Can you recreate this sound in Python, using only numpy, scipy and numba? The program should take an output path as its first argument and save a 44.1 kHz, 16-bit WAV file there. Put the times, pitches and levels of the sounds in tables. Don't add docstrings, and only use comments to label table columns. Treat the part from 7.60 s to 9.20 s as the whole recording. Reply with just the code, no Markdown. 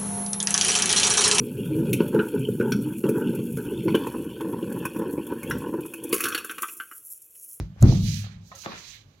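import sys
import numpy as np
from scipy import signal
from scipy.fft import rfft, irfft
from scipy.io import wavfile
from scipy.ndimage import uniform_filter1d
from numba import njit

SR = 44100
rng = np.random.default_rng(int(sys.argv[2]) if len(sys.argv) > 2 else 0)


def store_pcm(level_fs):
    pcm = np.round(np.clip(level_fs, -1, 1) * 32767).astype(np.int16)
    wavfile.write(sys.argv[1], SR, np.atleast_2d(pcm).T)


def rack_gain(trim_db):
    fader = np.asarray(trim_db, float)
    return 10 ** (fader / 20)


N = 70560
LEAD = 4410
NOW_S = np.arange(N) / SR
OPPOSITE = np.array([[1], [-1]])
KNOCK_PAN_DB, FEET_PAN_DB, FIST_PAN_DB = -1, -12.5, 1


def curve(table, col):
    a = np.array(table)
    return np.interp(NOW_S, a[:, 0], a[:, col])


def unit(x):
    return x / np.sqrt(np.mean(x ** 2))


def noise():
    return rng.standard_normal((2, N))


def band(x, hz, octaves):
    f = np.arange(x.shape[-1] // 2 + 1) * SR / x.shape[-1] + 1
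    bell = np.exp(-(np.log2(f / hz) / octaves) ** 2)
    return irfft(rfft(x) * bell, x.shape[-1])


def tone_db(table, hz):
    a = np.array(table)
    return np.interp(np.log(hz), np.log(a[:, 0]), a[:, 1]) + 10 * np.log10(hz)


def walk(rate_hz):
    k = int(SR / rate_hz)
    steps = np.repeat(rng.standard_normal(N // k + 1), k)
    return 1.3 * uniform_filter1d(uniform_filter1d(steps, k), k)[:N]


def ring(at_s, push_s, hz, db, t60_s):
    x = np.zeros(N + LEAD)
    k = max(int(push_s * SR), 1)
    i = int(at_s * SR) + LEAD
    x[i:i + k] = np.hanning(k + 2)[1:-1] * 2 / (k + 1)
    pole = np.exp(2j * np.pi * hz / SR - np.log(1000) / (max(t60_s, .002) * SR))
    end = i + k + int(1.3 * t60_s * SR)
    x[i:end] = rack_gain(db) * signal.lfilter([1], [1, -pole], x[i:end]).imag
    return x[LEAD:]


def swells(rows):
    out = 0
    for start_s, hz, db, swell_ms in rows:
        t = np.clip(NOW_S - start_s, 0, None)
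        age = t / (swell_ms / 1000)
        out = out + rack_gain(db) * age * np.exp(1 - age) * np.sin(2 * np.pi * hz * t)
    return out


def pan(x, db):
    return x * rack_gain(np.array([[db / 2], [-db / 2]]))


# frequency in Hz, level in dB per Hz.
AIR_SPECTRUM = [(30, -11), (110, -4), (200, -10.5), (300, -20), (520, -24), (1500, -31), (6500, -39.5),
                (8200, -52), (16000, -45)]


def air():
    out = 0
    for hz in 35 * 2 ** np.arange(0, 9, .5):
        mid, side = unit(band(noise(), hz, 0.29))
        wide = min(hz / 900, 1)
        level_db = tone_db(AIR_SPECTRUM, hz) + 2.2 * walk(9.13)
        out = out + rack_gain(level_db) * pan(mid + wide * side * OPPOSITE, -8 * wide)
    return unit(out) * rack_gain(-58.5)


@njit
def walls(x, lags, gain, damp):
    line, soft, out = np.zeros((8, 4096)), np.zeros(8), np.zeros((2, len(x)))
    for i in range(len(x)):
        total = 0.
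        for k in range(8):
            soft[k] += (1 - damp) * (gain[k] * line[k, (i - lags[k]) & 4095] - soft[k])
            total += soft[k]
            out[k % 2, i] += soft[k]
        for k in range(8):
            line[k, i & 4095] = x[i] + soft[k] - total / 4
    return out


def room(knocks, steps):
    t60_s, damp, knock_db, feet_db = 0.38, 0.272, -9, -24
    lags = rng.integers(500, 2200, 8)
    send = rack_gain(knock_db) * knocks.mean(axis=0) + rack_gain(feet_db) * steps.mean(axis=0) + 1e-18
    return walls(send, lags, rack_gain(-60 * lags / SR / t60_s), damp)


# time in s, level in dB, brightness in dB per octave.
FEET = [(0, -57.5, -7.5), (.14, -86.5, -8), (.232, -55, -4), (.285, -44, -4), (.36, -46, -4),
        (.39, -50.5, -3), (.42, -50, 2), (.475, -41, -1), (.6, -44.5, -1.2), (.65, -51, -9),
        (.79, -70.5, -13.5), (.88, -65, 7.5), (.945, -59, -8), (.953, -55, 9.5), (1.05, -48.5, 2),
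        (1.075, -52, -7), (1.11, -51, -7), (1.2, -51.5, -2.5), (1.345, -49.5, -4.5), (1.4, -57, -7.5),
        (1.46, -71.5, -5.5)]
# frequency in Hz, level in dB per Hz.
SOLE = [(590, -62), (1000, -34), (1650, -17), (1790, -12), (2130, -14.5), (3930, -3.5), (6250, -4),
        (8450, -21), (13500, -12), (16000, -28)]
# frequency in Hz, width in Hz, boost in dB.
SOLE_PEAKS = [(3860, 60, 5.5), (4056, 69, 8), (4355, 55, 7.5), (4680, 110, 3.5), (6030, 340, 3.5),
              (6610, 570, 4.5), (2385, 460, 4)]


def feet():
    grit_per_s, grit_db, bright_top_hz = 9000, 1.71, 7300
    out, bright = 0, curve(FEET, 2)
    far_db = -4 * (np.arange(N) > 0.66 * SR)
    for k, hz in enumerate(1000 * 2 ** np.arange(0, 4.1, .25)):
        if k % 3 == 0:
            luck = rng.random((4, N))
            hits = luck[2:] < grit_per_s / SR
            grit = np.sign(luck[:2] - .5) * hits * rack_gain(grit_db * rng.exponential(size=(2, N)))
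        db = tone_db(SOLE, hz) + bright * np.log2(min(hz, bright_top_hz) / 4000)
        db = db + 2.5 * walk(25.38) + far_db * (hz > bright_top_hz)
        out = out + rack_gain(db) * band(grit, hz, 0.33) / np.sqrt(hz)
    for hz, width_hz, db in SOLE_PEAKS:
        out = out + (rack_gain(db) - 1) * band(out, hz, width_hz / hz)
    return pan(unit(out) * rack_gain(curve(FEET, 1) + 1.5 + 0.82 * walk(60.2)), FEET_PAN_DB)


# start in s, level in dB, contact in ms, share of the ring time,
# lowest mode well struck in Hz.
KNOCKS = [(.162, -44.5, 1.65, 0.85, 403), (.3225, -40, 1.2, 0.28, 600), (.642, -49, 0.63, 1.6, 600),
          (.665, -49.5, 0.38, 1.2, 600), (0.9163, -42.5, 0.35, 0.75, 860), (0.921, -44, 0.17, 0.68, 910),
          (0.9258, -54.5, 0.53, 1.2, 692), (.95, -60, 0.37, 0.53, 1500), (1.0609, -28, 0.14, 0.41, 600),
          (1.0642, -28, 1.6, 0.59, 189), (1.079, -39, 0.51, 0.56, 900), (1.1189, -41, 0.43, 0.49, 900),
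          (1.121, -43, 0.16, 0.32, 900), (1.13, -43, 0.13, 0.74, 1230), (1.135, -41, .5, 0.33, 300)]
# frequency in Hz, level in dB, t60 in s.
TRAY = [(225, -7, 0.079), (335, -1.5, 0.053), (593, -27, 0.16), (600, -11.5, 0.0804), (790, 5, 0.017),
        (1050, -14, 0.14), (1234, 5, 0.03), (1790, -2.5, 0.057), (2430, -16, 0.072), (3450, -10, 0.045)]
# start in s, end in s, level in dB, centre in Hz, width in octaves.
DRAG = [
    (0.165, 0.258, -57.5, 1090, 1.17),
    (0.205, 0.25, -48, 7000, 2.2),
    (0.936, 1.011, -56, 930, 1.5),
    (1.033, 1.08, -46.5, 1260, 1.2),
    (1.045, 1.175, -43.5, 900, 1.22),
    (1.109, 1.234, -46, 1950, 0.88),
]


def tray():
    mix_db, low_cut_db_per_octave, left_early = 1.5, 43, 11
    out, mix = 0, rng.standard_normal((len(KNOCKS), len(TRAY)))
    for row, (start_s, db, ms, share, low_hz) in zip(mix, KNOCKS):
        hit = 0
        for luck, (hz, mode_db, t60_s) in zip(row, TRAY):
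            cut_db = low_cut_db_per_octave * max(np.log2(low_hz / hz), 0)
            hit = hit + ring(start_s, ms / 1000, hz, db + mode_db + mix_db * luck - cut_db, t60_s * share)
        out = out + signal.sosfilt(signal.butter(3, 0.54 * low_hz, "high", fs=SR, output="sos"), hit)
    out = pan(np.array([np.roll(out, -left_early), out]), KNOCK_PAN_DB)
    for start_s, end_s, db, hz, octaves in DRAG:
        rasp = unit(band(noise() * rack_gain(2.1 * walk(150)), hz, octaves))
        stroke = np.clip((NOW_S - start_s) / (end_s - start_s), 0, 1)
        out = out + rasp * rack_gain(db) * np.sin(np.pi * stroke ** 0.62)
    return out


# start in s, frequency in Hz, level in dB, swell in ms.
CRACK = [(.2258, 6900, -17, .28), (.2259, 11000, -27, .25), (.2268, 4200, -33, .5), (.2253, 1300, -33, .8),
         (.2272, 6000, -39, .4), (.2236, 620, -28, 1.8), (.2295, 720, -36, 4), (.2262, 13800, -30, .2),
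         (.3228, 720, -30, 1.6), (.3232, 900, -36, 2), (.935, 545, -52, 14), (.9179, 1050, -45, 5),
         (.9193, 712, -47, 5), (.917, 2300, -52, 2), (.9165, 1270, -47, 3), (.9259, 1200, -42, 1.3),
         (.9166, 1900, -49, 1.2), (.924, 1840, -55, 6), (.945, 1950, -57, 5), (.98, 1270, -56, 6),
         (.935, 780, -58, 8), (.95, 1340, -58, 10), (1.0604, 3650, -38, .5), (1.062, 575, -39, 6),
         (1.0638, 760, -30, 1.5), (1.0603, 2100, -33, .35), (1.0604, 2900, -39, .4), (1.076, 1120, -39, 6),
         (1.073, 545, -41, 8), (1.117, 1100, -40, 2), (1.118, 1800, -44, 1.5), (1.1195, 5000, -47, .8),
         (1.119, 2500, -43, 2), (1.129, 2400, -42, 1.5)]
# start in s, level in dB, frequency in Hz.
SNAPS = [
    (.9528, -44, 6500),
    (0.9585, -39.5, 6180),
    (.9887, -42, 6700),
    (1.021, -43, 5000),
    (1.037, -44, 2700),
    (1.047, -46, 3520),
    (1.327, -44.5, 3900),
]


def crack():
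    snaps = swells([(start_s, hz, db - 1, 0.62) for start_s, db, hz in SNAPS])
    fist = swells([c for c in CRACK if c[0] < .5])
    block = swells([c for c in CRACK if c[0] >= .5])
    return pan(fist, FIST_PAN_DB) + pan(block, KNOCK_PAN_DB) + pan(snaps, FEET_PAN_DB)


# start in s, level in dB, push in s, share of the ring time.
BLOWS = [(-.03, -17.5, 0.0088, 0.78), (-.006, -11.5, 0.0051, 0.2), (.17, -36.5, 0.0063, 0.48),
         (.203, -20.5, 0.0073, 3.2), (.2125, 0.5, 0.014, 0.54), (.222, -0.5, 0.006, 0.31),
         (.2305, -1.5, 0.0044, 0.34), (.24, -6.5, 0.0046, 0.29), (.262, -4.5, 0.0064, 0.99),
         (.291, -9, 0.0032, 0.98), (.43, -16.5, 0.005, 1.19), (.76, -36, 0.0057, 0.28),
         (1.093, -51, 0.0054, 0.83), (1.13, -42, .016, 0.9), (1.359, -56, 0.014, 0.23),
         (1.45, -48.5, 0.0099, 0.54)]
# frequency in Hz, level in dB, t60 in s.
TABLE = [(48.9, -1.5, 0.27), (65.2, -20, 1.65), (95.65, -3, 0.84), (104.05, -7, 1.22), (111, 4, 0.22),
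         (133.65, 5.5, 0.38), (162.8, -4.5, 1.1), (189.6, -5.5, 1.11), (215, -8, 1.05), (286.5, -12, 0.61),
         (300, -14, 0.47), (353.6, -8, .35), (398.7, -9, .33), (475.4, 1, 0.29)]
# frequency in Hz, level in dB, t60 in s.
BOOM = [(47, -33, .7), (110, -27, 1.1), (165, -26, 1.1), (270, -23, .36), (600, -38, .36), (1100, -46, .4),
        (2000, -52, .4)]
# start in s, level in dB, share of the decay time, brightness in dB per octave.
BOOM_STARTS = [
    (-.03, -8, 0.68, 2.4),
    (0.223, 7.5, 1.404, -0.26),
]
# start in s, frequency in Hz, level in dB, swell
# in ms.
LOW_SWELLS = [(.0, 51.8, -29, 17), (.2372, 195, -16.5, 4.7), (.236, 334, -23.5, 3.6), (.2642, 225, -19.5, 7),
              (.285, 126, -14.5, 7.5), (.43, 192.6, -25, 14), (.468, 159.7, -24.5, 16.7), (.5, 129.2, -31, 20),
              (.545, 150.5, -31.5, 15.7), (.44, 108, -27, 19.5), (.53, 99, -27, 14), (.58, 104.5, -31, 27),
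              (.585, 193, -34.5, 18.4), (.76, 161.6, -38.5, 13.7), (.79, 99.7, -43.5, 20),
              (1.095, 207, -43, 7.3), (1.129, 153, -44, 4.8), (1.17, 180.5, -51, 11.4), (1.36, 105, -53, 25),
              (1.45, 137.6, -55.5, 20)]


def board(blows, hz, db, t60_s):
    return sum(ring(start_s, push_s, hz, db + hit_db - 8, t60_s * share)
               for start_s, hit_db, push_s, share in blows)


def scatter(hz, db, t60_s):
    shape, rise_s = 0, 0.0041
    for start_s, start_db, share, tilt_db in BOOM_STARTS:
        t = np.clip(NOW_S - start_s, 0, None)
        top_db = db + start_db + tilt_db * np.log2(hz / 200)
        shape = shape + (1 - np.exp(-t / rise_s)) * rack_gain(top_db - 60 * t / (t60_s * share))
    return shape


def table():
    side_db, sag_db_per_s2, main_s, trim_db, left_early = -17.5, 29.5, 0.24, -3.2, 6
    out = 0
    choke = rack_gain(-sag_db_per_s2 * np.clip(NOW_S - main_s, 0, None) ** 2 + trim_db)
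    fist = [b for b in BLOWS if b[0] < .5]
    footfalls = [b for b in BLOWS if b[0] >= .5]
    for k, (hz, db, t60_s) in enumerate(TABLE):
        both = choke * board(fist, hz, db, t60_s) + board(footfalls, hz, db, t60_s)
        out = out + both * (1 + (-1) ** k * rack_gain(side_db) * hz / 120 * OPPOSITE)
    for hz, db, t60_s in BOOM:
        mid, side = unit(band(noise(), hz, .35 if hz < 250 else .5))
        out = out + choke * scatter(hz, db, t60_s) * (mid + min(hz / 1700, 1) * side * OPPOSITE)
    out = out + swells(LOW_SWELLS)
    left = np.append(out[0, left_early:], np.zeros(left_early))
    return np.array([left, out[1]]) + crack()


def scene():
    knocks, steps = tray(), feet()
    return air() + room(knocks, steps) + steps + knocks + table()


def roll_off(x):
    return signal.sosfilt(signal.butter(12, 15985, fs=SR, output="sos"), x)


def record(dry):
    dry = signal.sosfilt(signal.butter(3, 41, "high", fs=SR, output="sos"), dry)
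    dry = signal.sosfilt(signal.ellip(8, .2, 60, 15950, fs=SR, output="sos"), dry)
    return roll_off(dry)


dry = scene()
out = record(dry)
store_pcm(out)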